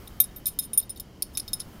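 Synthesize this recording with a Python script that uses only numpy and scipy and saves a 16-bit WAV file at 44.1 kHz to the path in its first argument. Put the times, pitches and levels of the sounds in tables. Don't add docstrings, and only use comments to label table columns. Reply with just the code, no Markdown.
import sys
import numpy as np
from scipy import signal
from scipy.fft import rfft, irfft, next_fast_len
from scipy.io import wavfile
from scipy.ndimage import map_coordinates

SR = 44100
rng = np.random.default_rng(int(sys.argv[2]) if len(sys.argv) > 2 else 0)


def bounce(signal):
    frames = np.transpose(np.atleast_2d(signal))
    limited = np.clip(frames, -1, 1)
    pcm = np.round(limited * 32767).astype(np.int16)
    wavfile.write(sys.argv[1], SR, pcm)


N = 79380
T = np.arange(N) / SR

# (pitch [Hz], t60 [s], second piece's detune [Hz], relative level when rubbed [dB])
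METAL_MODES = [(3710, 0.074, 93, -16.5), (4394, 0.024, 101.5, -10), (5210, 0.06, 120, -1.5),
               (9583, .054, -66.5, 3.5), (10883, .07, 60, -3.5), (13370, .046, -76.5, 2)]
# (frequency [Hz], gain [dB])
CRACK_EQ = [(300, -37), (900, -18), (1350, -12.5), (1800, -22.5), (2400, -6.5), (2900, -15.5), (3600, 0.5),
            (4500, -8.5), (5600, -3), (7200, -0.5), (7850, -12), (8500, 0.5), (9400, 0), (12000, -9.5)]
# (frequency [Hz], gain [dB])
BITE_EQ = [(1000, -54), (7900, -33), (8700, -7), (9400, 9.5), (10300, 3.5), (11200, 4.5), (12200, 11.5),
           (13400, 5.5), (14500, -19), (15600, 7)]
# (time [s], looseness [1 = loose, lower = gripped], crack send [dB], bite send [dB],
# then the level of each of the six modes [dB])
KNOCK_CUES = [(0.0746, 0.51, -59, -65, -48.5, -70, -55.5, -47.5, -56, -49),
              (0.2016, 1.12, -32, -31, -34, -75, -44, -21, -26, -13),
              (0.2382, 0.67, -51, -56, -50, -71, -44, -55, -32.5, -53),
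              (0.362, 1.36, -61.5, -48.5, -57.5, -86, -63, -54, -54, -38.5),
              (0.4572, 0.74, -47, -36, -44, -58, -41, -28.5, -44, -32),
              (0.4665, 1.13, -45, -44, -44.5, -61, -46, -34, -32.5, -25),
              (0.5889, 0.94, -41, -35, -37.5, -48, -33.5, -32.5, -26, -24.5),
              (0.636, 0.96, -72, -58, -52.5, -73, -60, -43, -49, -43),
              (0.649, 0.98, -69, -56, -66, -73, -60, -42.5, -48, -48),
              (0.7329, 1.18, -48, -50, -52, -81, -51, -28.5, -37, -35.5),
              (0.7755, 1.18, -41.5, -28, -57, -76, -43, -15, -33, -21),
              (0.798, 0.44, -57, -47, -47.5, -54, -57, -33, -38, -36),
              (0.827, 1.08, -74, -66, -52, -59, -56, -63, -55, -46),
              (0.8946, 1.29, -55, -48, -57, -70, -48, -37.5, -53, -47),
              (0.9016, 0.78, -60, -53, -55, -72, -52.5, -34, -58, -42),
              (0.96, 0.58, -75, -64, -53, -62, -55, -60, -70, -48),
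              (0.9732, 0.82, -55, -63, -58.5, -55, -71, -51, -73, -56),
              (0.9985, 0.71, -47.5, -41, -50, -48.5, -44.5, -45.5, -40.5, -35),
              (1.2225, 0.55, -39.5, -33.5, -44, -33, -32, -26, -32.5, -29),
              (1.351, 0.86, -74, -53.5, -48.5, -68, -42.5, -67, -74, -50),
              (1.373, 0.89, -36, -33, -42, -37.5, -42, -35, -26.5, -52),
              (1.398, 0.38, -45, -50, -52, -50, -35, -36.5, -34, -44),
              (1.479, 0.92, -50, -56, -45.5, -47, -40, -66, -51, -44.5),
              (1.5321, 0.85, -39, -40, -39.5, -59, -26, -27.5, -28, -29),
              (1.602, 0.66, -43.5, -57, -45, -49.5, -37, -60, -32.5, -59),
              (1.6158, 0.34, -57, -63, -52, -54, -48, -63, -62, -54)]


def knocks():
    crack_t60_s, scatter_t60_s = 0.0042, 0.06
    attack_s, hold_s = 0.00022, 0.0055
    stiffen_hz, pitch_spread_hz, twin_db = 175, 21, -11.5
    out, t = np.zeros(N), T[:SR // 6]
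    for start, loose, crack_db, bite_db, *mode_levels in KNOCK_CUES:
        burst = fade(t, crack_t60_s) + amp(-3) * fade(t, scatter_t60_s * np.sqrt(loose))
        sound = amp(crack_db + 9) * coloured(burst * rng.standard_normal(len(t)), CRACK_EQ)
        sound += amp(bite_db + 7) * coloured(burst * rng.standard_normal(len(t)), BITE_EQ)
        buzz_depth = 0.55 / loose ** 2 * fade(t, t60=0.22)
        for (hz, t60, detune_hz, _), db in zip(METAL_MODES, mode_levels):
            phase, twin_phase = rng.uniform(0, 2 * np.pi, 2)
            hz = hz + stiffen_hz * (1 - loose) ** 2 + pitch_spread_hz * rng.standard_normal() / loose
            tone = np.exp(1j * (2 * np.pi * hz * t + phase))
            beat = 1 + amp(twin_db) * np.exp(1j * (2 * np.pi * detune_hz * t + twin_phase))
            ring = np.real((beat + buzz_depth * chatter(t)) * tone) / np.sqrt(1 + buzz_depth ** 2 / 2)
            attack = 1 - np.exp(-t / attack_s)
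            decay = fade(np.maximum(t - hold_s, 0), t60 * loose ** 1.65)
            sound += np.sqrt(2) * amp(db) * attack * decay * ring
        add(out, start, sound)
    return out


def chatter(t, knots_per_s=640):
    knots = rng.standard_normal((2, len(t)))
    real, imag = (map_coordinates(row, [t * knots_per_s], order=1) for row in knots)
    return (real + 1j * imag) / np.sqrt(2)


# (time [s], length [s], send level [dB])
SLIDE_CUES = [(0.463, 0.035, -35), (0.494, 0.063, -56), (0.611, 0.045, -43), (0.791, 0.0082, -38),
              (0.812, 0.0054, -42), (0.966, 0.018, -62), (1.328, .034, -53.5), (1.376, .012, -32.5),
              (1.596, 0.0057, -34.5), (1.6197, 0.0016, -51)]


def slides(slips_per_s=4700):
    slips, t = np.zeros(N), T[:SR // 4]
    for start, length, db in SLIDE_CUES:
        slipping = rng.random(len(t)) < slips_per_s / SR
        grains = unit(slipping * rng.standard_normal(len(t)))
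        stroke = arch(length)
        add(slips, start, amp(db) * stroke * grains[:len(stroke)])
    modes = sum(amp(db) * fade(t, t60) * np.sin(2 * np.pi * hz * t) for hz, t60, _, db in METAL_MODES)
    ring = signal.fftconvolve(slips, modes / np.linalg.norm(modes))[:N]
    grit = coloured(slips, CRACK_EQ) + coloured(slips, BITE_EQ)
    return amp(-2) * ring + amp(-7) * grit


# (frequency [Hz], t60 [s])
ROOM_DECAY = [(500, .35), (4000, .3), (10000, 0.13), (15000, 0.11)]


def room_tail(x, predelay_s=0.0098):
    hz, t, spectrum = signal.stft(rng.standard_normal(SR // 2), SR, nperseg=256)
    tail = signal.istft(spectrum * fade(t, along(ROOM_DECAY, hz)[:, None]), SR)[1]
    out = np.zeros(N)
    add(out, predelay_s, signal.fftconvolve(x, tail / np.linalg.norm(tail)))
    return out


# (time [s], level before trim [dB])
RUB_RIDE = [(0.0, -42), (0.65, -52.5), (0.832, -49), (1.072, -89), (1.278, -50.5), (1.504, -45.5),
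            (1.8, -44.5)]
# (time [s], length [s], level [dB])
REGRIP_CUES = [(1.728, 0.017, -57), (1.739, 0.033, -65)]
# (frequency [Hz], gain [dB])
SKIN_EQ = [(150, 11.5), (500, -2), (1300, -4.5), (3000, -14.5), (8000, -19), (16000, -14)]


def fingers(trim_db=-5):
    level = amp(trim_db + np.interp(T, *np.transpose(RUB_RIDE)))
    for start, length, db in REGRIP_CUES:
        add(level, start, amp(db) * arch(length))
    return level * unit(coloured(rng.standard_normal(N), SKIN_EQ))


# (frequency [Hz], gain [dB])
ROOM_TONE_EQ = [(15, -34), (25, 9), (217, 1.5), (754, -13), (818, -14.5), (936, -14.5), (1560, -21),
                (2160, -20), (2610, -25.5), (3080, -15), (3520, -28.5), (4870, -22.5), (8830, -34.5),
                (9570, -32), (16000, -33)]


def room_tone(level_db=-48):
    return amp(level_db) * unit(coloured(rng.standard_normal(N), ROOM_TONE_EQ))


def amp(db):
    return 10 ** (np.asarray(db) / 20)


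def unit(x):
    return x / np.sqrt(np.mean(x ** 2) + 1e-20)


def along(points, hz):
    freqs, values = np.transpose(points)
    return np.interp(np.log(hz + 1), np.log(freqs + 1), values)


def fade(t, t60):
    return np.exp(-np.log(1000) * t / t60)


def arch(length):
    return np.sqrt(np.hanning(max(round(length * SR), 4)))


def coloured(x, eq):
    size = 2 * next_fast_len(len(x))
    gain = unit(amp(along(eq, np.fft.rfftfreq(size, 1 / SR))))
    cepstrum = irfft(np.log(gain), size)
    cepstrum[1:size // 2] *= 2
    cepstrum[size // 2 + 1:] = 0
    return irfft(rfft(x, size) * np.exp(rfft(cepstrum)), size)[:len(x)]


def add(track, start, sound):
    part = track[max(round(start * SR), 0):][:len(sound)]
    part += sound[:len(part)]


def scene():
    metal = knocks() + slides()
    return (metal + amp(-20) * room_tail(metal) + room_tone() + fingers())[None]


def record(dry):
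    size, cutoff_hz = next_fast_len(N + SR // 4), 15750
    high_cut = 1 / (1 + (np.fft.rfftfreq(size, 1 / SR) / cutoff_hz) ** 120)
    return irfft(rfft(dry, size) * high_cut, size)[..., :N]


dry = scene()
out = record(dry)
bounce(out)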